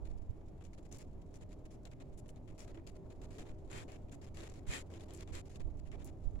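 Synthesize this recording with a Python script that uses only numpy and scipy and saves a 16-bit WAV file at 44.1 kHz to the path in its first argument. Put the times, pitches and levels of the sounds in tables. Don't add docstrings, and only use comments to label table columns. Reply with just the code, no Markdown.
import sys
import numpy as np
from scipy import signal
from scipy.fft import rfft, irfft
from scipy.io import wavfile

SR = 44100
rng = np.random.default_rng(int(sys.argv[2]) if len(sys.argv) > 2 else 0)


def waveform_to_disk(signal):
    frames = np.transpose(np.atleast_2d(signal))
    scaled = np.clip(frames, -1, 1) * 32767
    samples = np.round(scaled).astype(np.int16)
    wavfile.write(sys.argv[1], SR, samples)


N = 282240
TIME = np.arange(N) / SR
TOP_HZ = 15900


def undb(db):
    return 10 ** (np.asarray(db) / 20)


def unit(x):
    return x / np.sqrt(np.mean(x ** 2) + 1e-20)


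def response(points, size):
    hz, db = np.transpose(points)
    bins_hz = np.fft.rfftfreq(size, 1 / SR) + 1
    return undb(np.interp(np.log(bins_hz), np.log(hz), db))


def colour(x, points, tilt_db=0, ring_hz=4000, ring_db=0, ring_octaves=0.15, keep_power=True, size=1024):
    hz = np.fft.rfftfreq(size, 1 / SR) + 1
    octaves = np.log2(np.clip(hz, 1500, 10000) / 4000)
    bump = 1 / (1 + (np.log2(hz / ring_hz) / ring_octaves) ** 2)
    gain = response(points, size) * undb(tilt_db * octaves + ring_db * bump)
    if keep_power:
        gain = unit(gain)
    cepstrum = irfft(np.log(gain))
    cepstrum[1:size // 2] *= 2
    cepstrum[size // 2 + 1:] = 0
    kernel = irfft(np.exp(rfft(cepstrum)))
    return signal.fftconvolve(np.atleast_2d(x), kernel[None], axes=1)[:, :x.shape[-1]]


def noise(points, likeness):
    spectra = rfft(rng.standard_normal((2, N))) * response(points, N)
    mid, side = irfft(spectra, N)
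    return unit(np.sqrt(1 + likeness) * mid + np.sqrt(1 - likeness) * np.array([side, -side]))


def walk(rate):
    knots = rng.standard_normal(1024)
    return np.interp(TIME * rate, np.arange(len(knots)), knots)


def tone(hz, wander, flutter_db, rate=9):
    phase = 2 * np.pi * np.cumsum(hz * (1 + wander * walk(rate))) / SR
    return unit(np.sin(phase) * undb(flutter_db * walk(rate)))


def grains(size, rate=450, ring_s=0.00054, bed=1.0):
    hits = (rng.random(size) < rate / SR) * undb(3 * rng.exponential(size=size).clip(0, 3))
    strength = signal.lfilter([1], [1, -np.exp(-1 / (ring_s * SR))], hits)
    return unit(np.hypot(bed, strength) * rng.standard_normal((2, size)))


def add(out, s, sound):
    i = int(s * SR)
    n = max(min(sound.shape[1], N - i), 0)
    out[:, i:i + n] += sound[:, :n]


# freq_hz, level_db
FAR_COLOUR = [(600, 18), (1200, 9), (2200, 15), (4000, 1.5), (6500, -14), (8500, -12), (12000, 10.5),
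              (15500, -12)]
# freq_hz, level_db
TICK_COLOUR = [(500, -4), (1400, -1), (2400, 1), (3600, 3.5), (5000, 0.5), (7500, 4), (10500, 1),
               (13000, 1), (16000, -9.5)]


def far_fall(hiss_db=-81.5, patter_db=-85, rate=70, ring_s=0.01, size=1024):
    hits = (rng.random(N) < rate / SR) * undb(2.6 * rng.standard_normal(N))
    decay = signal.fftconvolve(hits, np.exp(-np.arange(size) / SR / ring_s))[:N]
    patter = unit(colour(decay * rng.standard_normal((2, N)), TICK_COLOUR))
    hiss = undb(hiss_db + 1.7 * walk(20)) * noise(FAR_COLOUR, 0.056)
    return hiss + undb(patter_db) * patter


# time_s, level_db (before the roar_db trim)
ROAR = [(0.0, -60), (1.7, -61.5), (3.7, -58.5), (4.2, -59.5), (6.4, -60)]
# freq_hz, level_db
RUMBLE_COLOUR = [(15, 2), (28, 0), (50, -3), (70, -6), (110, -4.5), (160, -8.5), (220, -14), (320, -26),
                 (600, -59)]
# freq_hz, level_db
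ROAR_COLOUR = [(120, -17.5), (200, -1), (270, 5.5), (400, 1), (480, -3), (630, -3.5), (800, -9.5),
               (1000, -14.5), (1400, -25), (2200, -38.5)]


def town(rumble_db=-54, roar_db=-1.0):
    s, db = np.transpose(ROAR)
    roar_level_db = np.interp(TIME, s, db) + roar_db + 1.58 * walk(25)
    roar = noise(ROAR_COLOUR, 0.51) * undb(roar_level_db)
    return undb(rumble_db) * noise(RUMBLE_COLOUR, 0.96) + roar


# time_s, low_note_db, high_note_db (both before their trims), overtone_gain_db
ENGINE = [(0.0, -61.5, -63.5, -3.5), (2.1, -62.5, -69.5, 2.5), (2.39, -64.5, -55, 1),
          (3.1, -63, -63.5, 5.5), (4.6, -56.5, -59.5, 1), (6.4, -55, -66, 5.5)]
# pitch_hz, level_db (before overtone_gain_db)
WHINE = [(323, -78), (388, -75.5), (614, -81.5)]


def engine(low_hz=83, high_hz=101, low_db=-2.5, high_db=-3.0):
    s, low, high, overtone_gain = np.transpose(ENGINE)
    hum = tone(low_hz, 0.028, 1.2) * undb(np.interp(TIME, s, low) + low_db)
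    hum += tone(high_hz, 0.026, 4.2) * undb(np.interp(TIME, s, high) + high_db)
    overtones = sum(undb(db) * tone(hz, 0.00609, 3.3) for hz, db in WHINE)
    return hum + undb(np.interp(TIME, s, overtone_gain)) * overtones


# crest_s, length_s, left_db, right_db
PUFFS = [(0.052, 0.079, -64, -47.5), (0.167, 0.15, -52, -47), (0.299, 0.015, -60, -33.5),
         (4.696, 0.021, -39, -33.5), (5.33, 0.038, -60, -43), (5.664, 0.053, -51, -35.5),
         (5.93, 0.36, -70, -47.5), (6.271, 0.021, -50, -29.5), (6.347, 0.071, -71, -40.5)]
# freq_hz, level_db
PUFF_COLOUR = [(12, 6), (25, -0.5), (50, 5), (80, -6), (130, -14.5), (250, -48), (600, -79)]


def wind(left_breeze_db=-66, right_breeze_db=-59, waver_db=3):
    eddies = noise(PUFF_COLOUR, 0)
    breeze_db = np.array([[left_breeze_db], [right_breeze_db]]) + waver_db * walk(4.3)
    out = eddies * undb(breeze_db)
    for s, length, left_db, right_db in PUFFS:
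        shape = np.exp(-2 * ((TIME - s) / length) ** 2)
        puff = eddies * shape
        strength = np.sqrt(np.sum(puff ** 2, axis=1, keepdims=True) / np.sum(shape ** 2))
        out += puff / strength * undb([[left_db], [right_db]])
    return out


def ring_pitch(bright_db, zero_hz=3940, doubling_db=6, spread_octaves=0.2):
    octaves = bright_db / doubling_db + spread_octaves * rng.standard_normal()
    return min(zero_hz * 2 ** octaves, TOP_HZ)


def crack(bright_db, crack_s=0.0025, lag_s=0.00024, ring_db=9, right_db=-3.0, size=2048):
    right_lag_s = lag_s * rng.uniform(0, 2.5)
    age = np.arange(size) / SR - np.array([[0], [right_lag_s]])
    burst = rng.standard_normal((2, size)) * (age >= 0) * np.exp(-np.abs(age) / crack_s)
    burst = colour(burst, TICK_COLOUR, bright_db, ring_pitch(bright_db), ring_db)
    burst = burst * np.sqrt(.002 * SR / np.sum(burst ** 2, axis=1, keepdims=True))
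    return burst * undb([[0], [right_db]])


# freq_hz, level_db
FIZZ_COLOUR = [(200, -11), (450, 8), (900, 2.5), (1400, 0), (2300, 3), (3200, -3), (5000, -5.5), (7500, -3),
               (10500, -5), (13000, -7), (15500, -19)]
# freq_hz, level_db
LOW_MIDDLE_COLOUR = [(150, -24.5), (260, -4.5), (380, 4), (500, -3.5), (650, -3.5), (850, -15.5),
                     (1200, -16.5), (2000, -30), (4000, -53)]


def fizz_burst(db, length, bright_db, fizz_db=0.34, low_db=-34.5, low_share=0.48, sag_db=1.0,
               rise_s=0.002, stop_s=0.0045, tail_db=-17, tail_s=0.025,
               uneven_db=1.48, uneven_hz=130, ring_db=4.0, rate=380, bed=0.95, size=7168):
    t = np.arange(size) / SR
    stop = np.clip((length - t) / stop_s + 1, 0, 1)
    hold = stop * undb(sag_db * (1 - np.minimum(t / max(length, stop_s), 1)))
    tail = undb(tail_db) * np.exp(-np.maximum(t - length, 0) / tail_s)
    knots = rng.standard_normal(64)
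    uneven = undb(uneven_db * np.interp(t * uneven_hz, np.arange(len(knots)), knots))
    shape = np.minimum(t / rise_s, 1) * np.maximum(hold, tail) * uneven
    grainy = grains(size, rate=rate, bed=bed) * shape
    fizz = colour(grainy, FIZZ_COLOUR, bright_db, ring_pitch(bright_db), ring_db)
    shared = rng.standard_normal(size) + rng.standard_normal((2, size))
    low_middle = colour(unit(shared) * shape, LOW_MIDDLE_COLOUR)
    return undb(db + fizz_db) * fizz + undb(low_db + low_share * db - bright_db) * low_middle


# start_s, level_db (before trims), length_s, bright_db_per_octave
FIZZES = [(0.051, -66.5, 0.025, -0.5), (0.1, -73.5, .018, 0.5), (0.175, -72.5, 0.011, 2.5),
          (0.607, -68.5, 0.02, -1.5), (0.638, -66.5, 0.031, 2.5), (0.731, -68.5, 0.019, 1.5),
          (0.776, -69.5, 0.019, 0), (0.852, -67, 0.014, 1.5), (0.913, -60.5, 0.059, 3.5),
          (0.987, -63.5, 0.04, 2), (1.215, -71, .009, 1), (1.34, -67, 0.036, 2.5), (1.409, -66, 0.027, .5),
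          (1.506, -70, 0.035, .5), (1.652, -67.5, 0.015, 1.5), (1.706, -71, 0.054, 3),
          (1.851, -63, 0.026, -0.5), (1.915, -67, 0.021, -1.5), (2, -63.5, 0.026, -1.5),
          (2.174, -62, 0.026, 7), (2.28, -64, 0.026, 7), (2.362, -74, 0.017, -1), (2.475, -69.5, 0.036, -1),
          (2.579, -61.5, 0.071, 2), (2.675, -66.5, 0.042, -0.5), (2.744, -66, 0.013, -2),
          (2.771, -68.5, 0.027, -6.5), (2.866, -62, .033, 2), (2.953, -69, 0.018, 0),
          (3.101, -66.5, 0.027, -0.5), (3.215, -65, 0.043, 0.5), (3.305, -66, .07, .5),
          (3.382, -59, 0.047, 0), (3.453, -68, .065, -0.5), (3.879, -63, 0.088, -1), (4.115, -63, 0.037, 3),
          (4.215, -65, 0.042, 0), (4.264, -68, 0.025, 0), (4.342, -66, 0.039, 2), (4.369, -59.5, 0.11, 0),
          (4.488, -67.5, 0.034, 0), (4.538, -67.5, 0.059, .5), (4.901, -67, 0.034, 0),
          (4.937, -62, 0.042, -0.5), (4.996, -64.5, 0.047, 1), (5.082, -66.5, 0.071, -1.5),
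          (5.137, -62, 0.043, 5.5), (5.182, -60.5, .054, -.5), (5.274, -66.5, 0.038, -1),
          (5.454, -69.5, 0.028, 2), (5.494, -66.5, 0.079, 1.5), (5.556, -67, 0.012, 1),
          (5.597, -64.5, 0.024, -1), (5.792, -66.5, 0.0077, 0.5), (5.852, -70, 0.035, 0),
          (5.917, -64, 0.042, -3), (5.992, -67.5, 0.041, -1), (6.051, -59, 0.019, 13),
          (6.062, -65.5, 0.038, 0.5), (6.355, -70, 0.0063, -5)]
# start_s, level_db (before the tick_db trim), bright_db_per_octave
TICKS = [(0.651, -60, -0.5), (0.925, -43.5, 5), (0.9846, -47, 13), (1.356, -57, 1.5), (1.8531, -49, 0.5),
         (1.914, -59, 1.5), (2.176, -62, 8), (2.2905, -53, -3), (2.36, -62, -0.5), (2.5924, -49, 6.5),
         (2.604, -48, 2.5), (2.7747, -62, -3), (2.873, -47, 0), (3.384, -52, -0.5), (3.4054, -54, -4),
         (3.4935, -59, -4), (3.7136, -48, 4.5), (3.9183, -52.5, 2), (4.095, -62, -2), (4.131, -56, -9),
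         (4.3712, -47.5, -4.5), (4.4051, -48.5, -1.5), (4.4976, -51.5, 1.5), (4.539, -56, 1),
         (4.939, -53, -1), (5.0076, -53, -2), (5.107, -51.5, -2), (5.1358, -44.5, 9), (5.1474, -48, 6),
         (5.2075, -47, 0), (5.352, -42.5, 2.5), (5.5582, -51.5, -2), (5.6041, -55, -3.5),
         (5.916, -54.5, -3), (6.0449, -43, 15), (6.0742, -52, 5.5)]


def pellets(tick_db=-2.1, first_db=-3.0, second_db=-2.5, spread_db=2.0):
    out = np.zeros((2, N))
    for s, db, bright_db in TICKS:
        add(out, s, undb(db + tick_db) * crack(bright_db))
    for s, db, length, bright_db in FIZZES:
        add(out, s, fizz_burst(db, length, bright_db))
        second_s = length * rng.random()
        for delay, offset_db in ((0, first_db), (second_s, second_db)):
            soft_tick_db = db + offset_db + spread_db * rng.standard_normal()
            add(out, s + delay, undb(soft_tick_db) * crack(bright_db))
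    return out


def strays(per_s=7, level_db=-76.5, spread_db=2.3, length_s=0.0097,
           landing_db=2.0, bright_spread_db=3.0, count=64):
    out = np.zeros((2, N))
    times = (np.arange(count) + rng.random(count)) / per_s
    for s, (strength, hardness, reach) in zip(times, rng.standard_normal((count, 3))):
        db = level_db + spread_db * strength
        bright_db = bright_spread_db * hardness
        add(out, s, fizz_burst(db, length_s * 2 ** (reach / 2), bright_db))
        add(out, s, undb(db + landing_db) * crack(bright_db))
    return out


# crest_s, half_length_s, pitch_hz, level_db (before the swell_db trim)
SWELLS = [(1.998, 0.11, 263, -62.5), (2.499, 0.075, 324, -60), (2.786, 0.048, 333.4, -57),
          (2.95, 0.073, 388, -67), (3.404, 0.08, 402.4, -59.5), (4.153, 0.085, 286.3, -60),
          (4.398, .08, 335, -58.5), (4.968, 0.11, 360, -58), (5.202, 0.19, 325, -60.5),
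          (5.355, 0.067, 333, -59.5)]


def swells(swell_db=-1):
    out = np.zeros((2, N))
    for crest, half_length, hz, db in SWELLS:
        shape = np.hanning(int(2 * half_length * SR))
        lump = shape * tone(hz, 0.08, 0.53, rate=60.2)[:len(shape)]
        add(out, crest - half_length, undb(db + swell_db) * lump[None])
    return out


# start_s, crest_s, end_s, crest_level_db (before the gust_db trim), end_drop_db,
# bright_db_per_octave
GUSTS = [(3.698, 3.775, 3.842, -53, 8.5, -1.5), (4.664, 4.74, 4.828, -47, 17.5, 0.5),
         (5.32, 5.359, 5.417, -53.5, 11, 0)]
# freq_hz, level_db
GUST_COLOUR = [(200, 5), (600, -2.5), (1200, -0.5), (1600, -0.5), (1900, -1.5), (2400, -3), (2900, -4.5),
               (3800, -4.5), (5500, -9.5), (7500, -3), (10500, -7.5), (13000, -9), (15500, -30)]
# pitch_hz, width_hz, level_db (relative to one another)
GUST_RINGS = [(1856, 150, -6), (2150, 60, -7.5), (2410, 27, -5), (3130, 17, -10.5)]


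def gusts(gust_db=2.0, crest_db=-3.0, edge_s=0.0028, waver_db=0.06, waver_hz=110,
          direct=0.18, lag_s=0.00053, low_db=-18):
    out = np.zeros((2, N))
    loudest_db = max(row[3] for row in GUSTS)
    for start, crest, end, db, drop_db, bright_db in GUSTS:
        t = np.arange(start, end + .02, 1 / SR)
        away = np.interp(t, [start, crest, end], [1, 0, 1])
        edges = np.clip(np.minimum(t - start, end - t) / edge_s, 0, 1)
        waver = waver_db * walk(waver_hz)[:len(t)]
        swell = edges * undb(db + gust_db - drop_db * away ** 1.95 + waver)
        left, scattered = grains(len(t))
        right = direct * np.roll(left, int(lag_s * SR)) + np.sqrt(1 - direct ** 2) * scattered
        rush = np.array([left, right])
        rings = np.zeros_like(rush)
        for hz, width, ring_db in GUST_RINGS:
            b, a = signal.iirpeak(hz, hz / width, fs=SR)
            rings += undb(ring_db) * unit(signal.lfilter(b, a, rush))
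        ringing = undb(crest_db + 1.05 * (db - loudest_db)) * (1 - away)
        low_middle = undb(low_db + loudest_db - db) * colour(rush, LOW_MIDDLE_COLOUR)
        add(out, start, swell * (colour(rush, GUST_COLOUR, bright_db) + ringing * rings + low_middle))
    return out


def scene():
    return far_fall() + town() + engine() + wind() + pellets() + strays() + swells() + gusts()


# freq_hz, gain_db
LEFT_PORT = [(800, 1.5), (2500, 2), (5200, 0.5), (6300, 2), (7300, 5.5), (7900, -1.5), (8700, -11),
             (10000, -10.5), (12500, -16.5), (15500, -4.5)]
# freq_hz, gain_db
RIGHT_PORT = [(800, 2), (2500, -1.5), (5200, -2.5), (7500, -10), (8700, -6.5), (10000, -1.5), (11200, -7),
              (12500, -14), (15500, -12)]


def record(dry):
    left = colour(dry[0], LEFT_PORT, keep_power=False)
    right = colour(dry[1], RIGHT_PORT, keep_power=False)
    top_cut = signal.ellip(10, .2, 70, TOP_HZ, fs=SR, output="sos")
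    return signal.sosfilt(top_cut, np.vstack([left, right]))


dry = scene()
out = record(dry)
waveform_to_disk(out)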